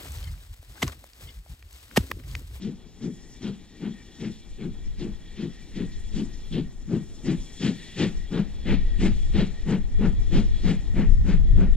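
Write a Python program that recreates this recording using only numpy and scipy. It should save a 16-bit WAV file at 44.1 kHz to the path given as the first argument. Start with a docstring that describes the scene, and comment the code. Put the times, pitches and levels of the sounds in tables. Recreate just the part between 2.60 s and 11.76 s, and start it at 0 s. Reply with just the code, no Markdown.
"""A steam locomotive and its wagons draw near, beating from about 2.5 to over 3 times a second.
First come muffled chimney booms (noise through resonances), some with a sharp spit of steam, over rumble,
ringing wheels (noise-driven modes), rail treble and leaking steam (coloured noise).
From about 4 s the beats grow louder, with a stronger rush of steam (flow-gated noise bands).
Breeze (opposed and separate low noise) comes in gusts, strongest in the last 3 s; trees add a dull tail."""
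import sys
import numpy as np
from scipy import signal
from scipy.fft import rfft, irfft, next_fast_len
from scipy.io import wavfile
from scipy.ndimage import uniform_filter1d, map_coordinates

SR = 44100
rng = np.random.default_rng(int(sys.argv[2]) if len(sys.argv) > 2 else 0)


def store_wav(level_fs):
    """Save 16-bit WAV to argv[1]."""
    pcm = np.round(np.clip(np.atleast_2d(level_fs), -1, 1) * 32767)
    wavfile.write(sys.argv[1], SR, pcm.T.astype(np.int16))


N = 403956
TIME = np.arange(N) / SR
SIZE = next_fast_len(N)
FREQS = np.arange(SIZE // 2 + 1) * SR / SIZE

# Levels are before the trims in the functions; spectra and modes are relative.
# exhaust beats: [t/s, rasp level/dB, hiss level/dB, rasp brightness/dB]
BEATS = [(-0.015, -55.5, -60.5, 0), (0.382, -60, -62.5, -9), (0.789, -49.5, -64, 5),
         (1.18, -53.5, -81, -0.5), (1.573, -49.5, -61, -3.5), (1.965, -55.5, -77, -3),
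         (2.363, -52.5, -59, -1), (2.75, -50.5, -66, 3), (3.126, -49.5, -76, -2), (3.512, -49.5, -56, 2),
         (3.889, -46, -65, 6.5), (4.258, -55, -63, 1), (4.619, -45, -56, -1), (4.982, -38.5, -49.5, 3.5),
         (5.347, -35.5, -49.5, 0), (5.689, -45, -62.5, 1), (6.031, -37.5, -58.5, -3), (6.367, -40, -50, -4),
         (6.711, -37.5, -55, 0.5), (7.035, -45, -57.5, -3.5), (7.362, -47.5, -61.5, -5),
         (7.683, -41.5, -52.5, 0), (8.007, -40, -52.5, 0), (8.316, -43.5, -62.5, -9.5),
         (8.624, -45, -59.5, -6.5), (8.937, -52, -64, -8)]
# nearing engine: [t/s, boom level/dB, roar level/dB, hiss lead/s]
NEARNESS = [(0, -28.5, -57, 0.025), (.8, -28, -46.5, 0.018), (1.9, -29, -51.5, 0.025),
            (3.2, -27, -52.5, 0.026), (4.3, -22, -47, 0.0056), (5.35, -20.5, -37.5, 0.014),
            (6, -21.5, -38.5, 0.008), (7, -19.5, -37.5, 0.0015), (9.16, -22.5, -41.5, 0.00057)]
# nearing path: [t/s, Doppler pitch ratio, ground dip/dB, boom brightness/dB]
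APPROACH = [(0, 1.062, -3.5, -2.5), (3, 0.97, -3.5, 2.5), (5, 0.93, -2, 1), (7, .975, 0, -1.5),
            (9.16, 0.92, -0.5, -5)]
# flow of a beat through chimney, through jet: (attack/s, hold/s, release/dB per s)
CHIMNEY_FLOW = (0.08, 0.028, 373)
JET_FLOW = (0.074, 0.021, 300)
# deepest part of the boom: slower, longer; same columns
DEEP_FLOW, DEEP_BELOW_HZ = (0.084, 0.038, 340), 255
# chimney and smokebox resonances: [f/Hz, width/Hz, level/dB]
CHIMNEY_MODES = [(116, 47.5, -9), (170.8, 25.6, -1), (206.4, 26.1, 1.5), (235.5, 24.4, -2.5),
                 (276, 24, -6.5), (348.6, 28, -7.5), (407, 66, -13.5)]
# jet spectra, large eddies to finest: [f/Hz, level/dB per Hz]
ROAR_SPECTRUM = [(250, -24), (420, 9.5), (500, 3.5), (600, -1), (720, -1.5), (860, -3), (1050, -9),
                 (1500, -5.5), (1900, -13), (2600, -44)]
RASP_SPECTRUM = [(1200, -25.5), (1750, 2), (2200, 2), (2700, 1), (3150, 2), (4000, -2), (4700, -8),
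                 (6500, -31.5)]
HISS_SPECTRUM = [(3300, -26), (4600, 5.5), (5500, 3.5), (6200, 1.5), (7100, 1.5), (8000, -5), (9200, -10.5),
                 (10500, -37), (12500, -25.5), (16000, -52)]
# jet start offset from the boom, before the leads; roar and rasp take a share of the hiss lead;
# in early beats hiss and rasp come ahead of the boom
JET_OFFSET_S, ROAR_LEAD_SHARE, RASP_LEAD_SHARE = 0.01, 0.5, 0.77
# spits as a valve first cracks open: [t/s, level/dB]
SPITS = [(.012, -48.5), (.412, -49.5), (.815, -46), (1.596, -46), (2.382, -53), (2.777, -56), (3.15, -49),
         (3.917, -45)]
# flow of a spit: (attack/s, hold/s, release/dB per s)
SPIT_FLOW = (0.014, 0.0018, 320)
# spit spectrum: [f/Hz, level/dB per Hz]
SPIT_SPECTRUM = [(2000, -24.5), (3200, 6), (4800, -3), (5900, 0), (7000, -21), (10000, -36)]

# wagon rumble, rail treble, leaking steam spectra: [f/Hz, level/dB per Hz]
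RUMBLE_SPECTRUM = [(40, 11), (90, 1), (200, 3), (330, -1.5), (420, -5), (520, -11), (650, -14),
                   (810, -13.5), (950, -20), (1600, -24), (3000, -33.5)]
RAIL_SPECTRUM = [(900, -23), (1600, -3), (2100, 1), (2700, 4.5), (3300, 6), (4100, 6.5), (4800, 1),
                 (7000, -17)]
LEAK_SPECTRUM = [(3000, -26.5), (4600, -9), (5100, -0.5), (5500, 3), (6100, -2), (7000, 1.5), (8000, -6),
                 (9200, -5.5), (10500, -24), (12500, -11.5), (16000, -44.5)]
# ringing wheel modes: [f/Hz, width/Hz, level/dB]
WHEEL_MODES = [(1870, 53, 4), (1925, 39, 2), (2320, 20, -3.5), (2840, 22, -14), (3358, 50, -0.5),
               (3670, 82, -9.5), (4140, 170, -24)]
# rail treble (also drives the high ring), low wheel ring, leak: [t/s, level/dB]
RAIL_LEVEL = [(0.0, -61), (1.73, -55), (2.11, -60), (3.03, -54), (3.85, -55.5), (4.11, -64), (4.62, -57),
              (5.28, -45.5), (5.54, -54), (5.99, -54.5), (6.23, -52), (6.91, -52), (7.35, -59), (8.01, -50),
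              (8.54, -58.5), (9.16, -55.5)]
LOW_RING_LEVEL = [(0.0, -83), (0.43, -73), (0.66, -65), (0.94, -73), (1.5, -64.5), (2.09, -73.5),
                  (3.01, -61.5), (4.39, -73), (5.05, -65), (5.23, -54), (5.79, -67), (6.3, -58.5),
                  (6.61, -64), (7.02, -63), (7.17, -67), (7.96, -63), (9.16, -65.5)]
LEAK_LEVEL = [(0.0, -74), (0.74, -62.5), (1.07, -70), (1.68, -64), (2.07, -69), (3.75, -62.5),
              (4.18, -68.5), (5.02, -57), (5.81, -66), (6.45, -66.5), (6.58, -61), (7.3, -68.5),
              (7.83, -63.5), (9.16, -69)]
RUMBLE_START_DB, RUMBLE_RISE_DB_PER_S = -50.5, 0.58
LOW_RING_BELOW_HZ = 2100

# left-right balance of the train at the two microphone ports: [f/Hz, level/dB]
BALANCE = [(100, 5), (300, 4.5), (600, 3.5), (1200, 5), (2900, 1.6), (5000, 0), (7000, 8), (10000, -0.5)]
# left lead over right: [f/Hz, phase/rad]
PORT_PHASE = [(200, 0), (1500, .1), (2800, .4), (4000, 1.2), (5000, 1.95), (6500, 2.15), (7700, 1.7),
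              (8800, 2), (9800, 2.95), (11500, 3.25), (13000, 3.9)]
# breeze buffeting: [t/s, level/dB]
GUSTS = [(0.03, -51), (1.52, -59), (2.23, -32.5), (2.93, -48.5), (3.43, -31.5), (4.53, -44.5),
         (4.73, -37.5), (5.23, -54), (5.63, -31), (5.73, -40.5), (6.23, -21.5), (6.73, -24), (6.93, -35),
         (7.53, -21), (7.83, -20), (8.23, -29.5), (8.43, -17.5), (9.12, -18)]
# breeze spectrum: [f/Hz, level/dB per Hz]
WIND_SPECTRUM = [(8, -6.5), (16, 0.5), (25, -0.5), (40, -7.5), (65, -12.5), (100, -21), (150, -31),
                 (250, -40), (500, -55.5), (1200, -86.5)]
TREES_DB, EVEN_HISS_DB = -20.5, -74
CUTOFF_HZ, FADE_S = 15750, 0.003


def exhaust(boom_trim_db=-1.0, roar_trim_db=1.07, rasp_trim_db=2.0, hiss_trim_db=5.0,
            spit_trim_db=-1.5, flutter_db=0.5, flutter_hz=90):
    """Each blast booms in the chimney and tears into a jet whose bands flutter together."""
    beat_s, rasp_db, hiss_db, rasp_tilt_db = np.transpose(BEATS)
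    boom_db, roar_db, lead_s = in_time(NEARNESS, beat_s)
    # the finest eddies lead the coarser ones, while the valve is still narrow
    start_s = beat_s + JET_OFFSET_S
    roar_s = start_s - ROAR_LEAD_SHARE * lead_s
    rasp_s = start_s - RASP_LEAD_SHARE * lead_s
    hiss_s = start_s - lead_s
    jet = noise(ROAR_SPECTRUM) * puffs(roar_s, roar_db + roar_trim_db, JET_FLOW)
    tilt_db = np.interp(TIME, start_s + JET_FLOW[0], rasp_tilt_db)
    rasp = tilted(noise(RASP_SPECTRUM), hz=2780, tilt_db=tilt_db)
    jet += rasp * puffs(rasp_s, rasp_db + rasp_trim_db, JET_FLOW)
    jet += noise(HISS_SPECTRUM) * puffs(hiss_s, hiss_db + hiss_trim_db, JET_FLOW)
    spit_s, spit_db = np.transpose(SPITS)
    jet += noise(SPIT_SPECTRUM) * puffs(spit_s, spit_db + spit_trim_db, SPIT_FLOW)
    return boom(beat_s, boom_db + boom_trim_db) + jet * from_db(flutter_db * drift(flutter_hz))


def boom(beat_s, levels_db, band_hz=(105, 470)):
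    """Each blast rings the chimney and smokebox, its deepest part building more slowly."""
    _, _, tilt_db = in_time(APPROACH)
    pipe = doppler(resonate(rng.standard_normal(N), CHIMNEY_MODES))
    band = signal.butter(2, band_hz, "band", fs=SR, output="sos")
    pipe = tilted(signal.sosfilt(band, pipe), hz=190, tilt_db=tilt_db)
    pipe = evened(pipe, span_s=0.043)
    deep = below(pipe, DEEP_BELOW_HZ)
    upper = pipe - deep
    return deep * puffs(beat_s, levels_db, DEEP_FLOW) + upper * puffs(beat_s, levels_db, CHIMNEY_FLOW)


def puffs(times_s, levels_db, flow):
    """One swell of flow per valve opening: smooth rise, hold, exponential decay."""
    attack_s, hold_s, release_db_per_s = flow
    age_s = np.arange(SR // 2) / SR
    rise = np.sin(np.pi / 2 * np.minimum(age_s / attack_s, 1)) ** 2
    decay = from_db(-release_db_per_s * np.maximum(age_s - attack_s - hold_s, 0))
    swell = rise * decay
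    out = np.zeros(N)
    for t, level_db in zip(times_s, levels_db):
        at = np.arange(len(age_s)) + int(t * SR)
        inside = (at >= 0) & (at < N)
        out[at[inside]] += from_db(level_db) * swell[inside]
    return out


def doppler(x):
    """Resample along the pitch ratio: raised at first, lowered later."""
    ratio, *_ = in_time(APPROACH)
    return map_coordinates(x, [np.cumsum(ratio)], order=1, mode="mirror")


def rolling(rail_trim_db=-5.0, low_ring_trim_db=3.0, high_ring_trim_db=-6.0, leak_trim_db=4.5):
    """Rough rails shake the wagons and keep the wheel modes ringing; steam leaks from the engine."""
    rail_db, = in_time(RAIL_LEVEL)
    low_ring_db, = in_time(LOW_RING_LEVEL)
    leak_db, = in_time(LEAK_LEVEL)
    rumble_db = RUMBLE_START_DB + RUMBLE_RISE_DB_PER_S * TIME
    wagons = noise(RUMBLE_SPECTRUM) * from_db(rumble_db + 1.43 * drift(11))
    rails = noise(RAIL_SPECTRUM) * from_db(rail_db + rail_trim_db + 0.63 * drift(18))
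    low_modes = [m for m in WHEEL_MODES if m[0] < LOW_RING_BELOW_HZ]
    high_modes = [m for m in WHEEL_MODES if m[0] >= LOW_RING_BELOW_HZ]
    ring = ringing(low_modes) * from_db(low_ring_db + low_ring_trim_db)
    ring += ringing(high_modes) * from_db(rail_db + high_ring_trim_db)
    steam = noise(LEAK_SPECTRUM) * from_db(leak_db + leak_trim_db + 0.77 * drift(30))
    return wagons + rails + ring + steam


def ringing(modes):
    """Wheel modes kept ringing by the rough rail, each swelling on its own; rms 1."""
    rings = [resonate(rng.standard_normal(N), [mode]) * from_db(2.8 * drift(7.9)) for mode in modes]
    return rms_one(sum(rings))


def over_grass(x, dip_hz=600, width_octaves=0.3):
    """While the train is far, the echo off the grass cancels part of the middle range."""
    _, dip_db, _ = in_time(APPROACH)
    octaves = np.log2((FREQS + 1e-6) / dip_hz)
    band = filtered(x, np.exp(-0.5 * (octaves / width_octaves) ** 2))
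    return x + band * (from_db(dip_db) - 1)


def moving_air(x, depth_at_4khz_db=1.5, rate_hz=18):
    """Eddies along the path make each band swell and fade on its own, more towards the treble."""
    centres_hz = np.geomspace(700, 11000, 9)
    out = 0
    for hz, pick in zip(centres_hz, np.eye(len(centres_hz))):
        band = filtered(x, np.interp(FREQS, centres_hz, pick))
        depth_db = depth_at_4khz_db * np.sqrt(hz / 4000)
        out = out + band * from_db(depth_db * drift(rate_hz))
    return out


def ports(x):
    """The train lies to the left; the two ports part in phase towards the treble."""
    ratio, phase_rad = from_db(at_hz(BALANCE)), at_hz(PORT_PHASE)
    left_right = np.array([ratio * np.exp(1j * phase_rad), np.ones_like(ratio)])
    return filtered(x, left_right * np.sqrt(2 / (1 + ratio ** 2)))


def trees(x, t60_s=0.79, onset_s=0.03):
    """The wood behind the line scatters a dull, decaying tail, different on each side."""
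    tail = rng.standard_normal((2, N)) * from_db(-60 * TIME / t60_s) * (TIME > onset_s)
    tail /= np.sqrt(np.sum(tail ** 2, axis=1, keepdims=True))
    return filtered(x, rfft(tail, SIZE) / (1 + FREQS / 6000))


def wind(left_trim_db=3.5, right_trim_db=-0.5, opposed_share=0.084, lumps_db=2.4, lumps_hz=10):
    """Eddies push on one port as they pull on the other, and each port has eddies of its own."""
    gust_db, = in_time(GUSTS)
    opposed = noise(WIND_SPECTRUM) * np.array([[1], [-1]])
    own = np.array([noise(WIND_SPECTRUM), noise(WIND_SPECTRUM)])
    eddies = np.sqrt(opposed_share) * opposed + np.sqrt(1 - opposed_share) * own
    level_db = gust_db + lumps_db * drift(lumps_hz) + np.array([[left_trim_db], [right_trim_db]])
    return evened(eddies, span_s=0.15) * from_db(level_db)


def noise(spectrum):
    """Turbulence of a given colour, falling away beyond its ends; rms 1."""
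    low_skirt = 1 / (1 + (spectrum[0][0] / (2 * FREQS + 1e-6)) ** 2)
    high_skirt = 1 / (1 + (FREQS / spectrum[-1][0] / 2) ** 4)
    response = from_db(at_hz(spectrum)) * low_skirt * high_skirt
    return rms_one(filtered(rng.standard_normal(N), response))


def drift(rate_hz):
    """Slow chance with spread 1: noise low-passed at a rate."""
    return rms_one(filtered(rng.standard_normal(SIZE), 1 / (1 + (FREQS / rate_hz) ** 4)))


def resonate(x, modes):
    """Parallel two-pole resonances of alternating sign."""
    out = 0
    for k, (hz, width_hz, level_db) in enumerate(modes):
        r = np.exp(-np.pi * width_hz / SR)
        gain = (-1) ** k * from_db(level_db) * (1 - r * r) / 2
        poles = [1, -2 * r * np.cos(2 * np.pi * hz / SR), r * r]
        out = out + gain * signal.lfilter([1, 0, -1], poles, x)
    return out


def evened(x, span_s):
    """Hold the power of a turbulent flow steady over a given span; rms near 1."""
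    size = max(int(span_s * SR), 2)
    power = uniform_filter1d(uniform_filter1d(x ** 2, size), size)
    return x / np.sqrt(power + 1e-12)


def tilted(x, hz, tilt_db):
    """Raise what lies above a frequency against what lies below it."""
    low = below(x, hz)
    gain = from_db(tilt_db)
    return (low + gain * (x - low)) * np.sqrt(2 / (1 + gain ** 2))


def below(x, hz):
    """The part below a frequency, by a steep low-pass."""
    return filtered(x, 1 / (1 + (FREQS / hz) ** 16))


def filtered(x, response):
    """Apply a frequency response."""
    return irfft(rfft(x, SIZE) * response, SIZE)[..., :N]


def at_hz(points):
    """A table over frequency, joined on a log axis."""
    hz, value = np.transpose(points)
    return np.interp(np.log(FREQS + 1e-6), np.log(hz), value)


def in_time(rows, times_s=TIME):
    """Each column of a curve at the given times, or at every sample."""
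    s, *columns = np.transpose(rows)
    return [np.interp(times_s, s, c) for c in columns]


def rms_one(x):
    """Scale to unit power."""
    return x / np.sqrt(np.mean(x ** 2) + 1e-20)


def from_db(db):
    """Decibels to amplitude gain."""
    return 10 ** (np.asarray(db) / 20)


def scene():
    """Train, its scatter from the trees, breeze and a faint even hiss."""
    train = moving_air(over_grass(exhaust() + rolling()))
    even_hiss = from_db(EVEN_HISS_DB) * rng.standard_normal((2, N))
    return ports(train) + from_db(TREES_DB) * trees(train) + wind() + even_hiss


def record(dry):
    """The top is cut steeply, and the sound closes with a short fade."""
    fade = np.sin(np.pi / 2 * np.minimum((TIME[-1] - TIME) / FADE_S, 1)) ** 2
    return filtered(dry * fade, 1 / np.sqrt(1 + (FREQS / CUTOFF_HZ) ** 160))


dry = scene()
out = record(dry)
store_wav(out)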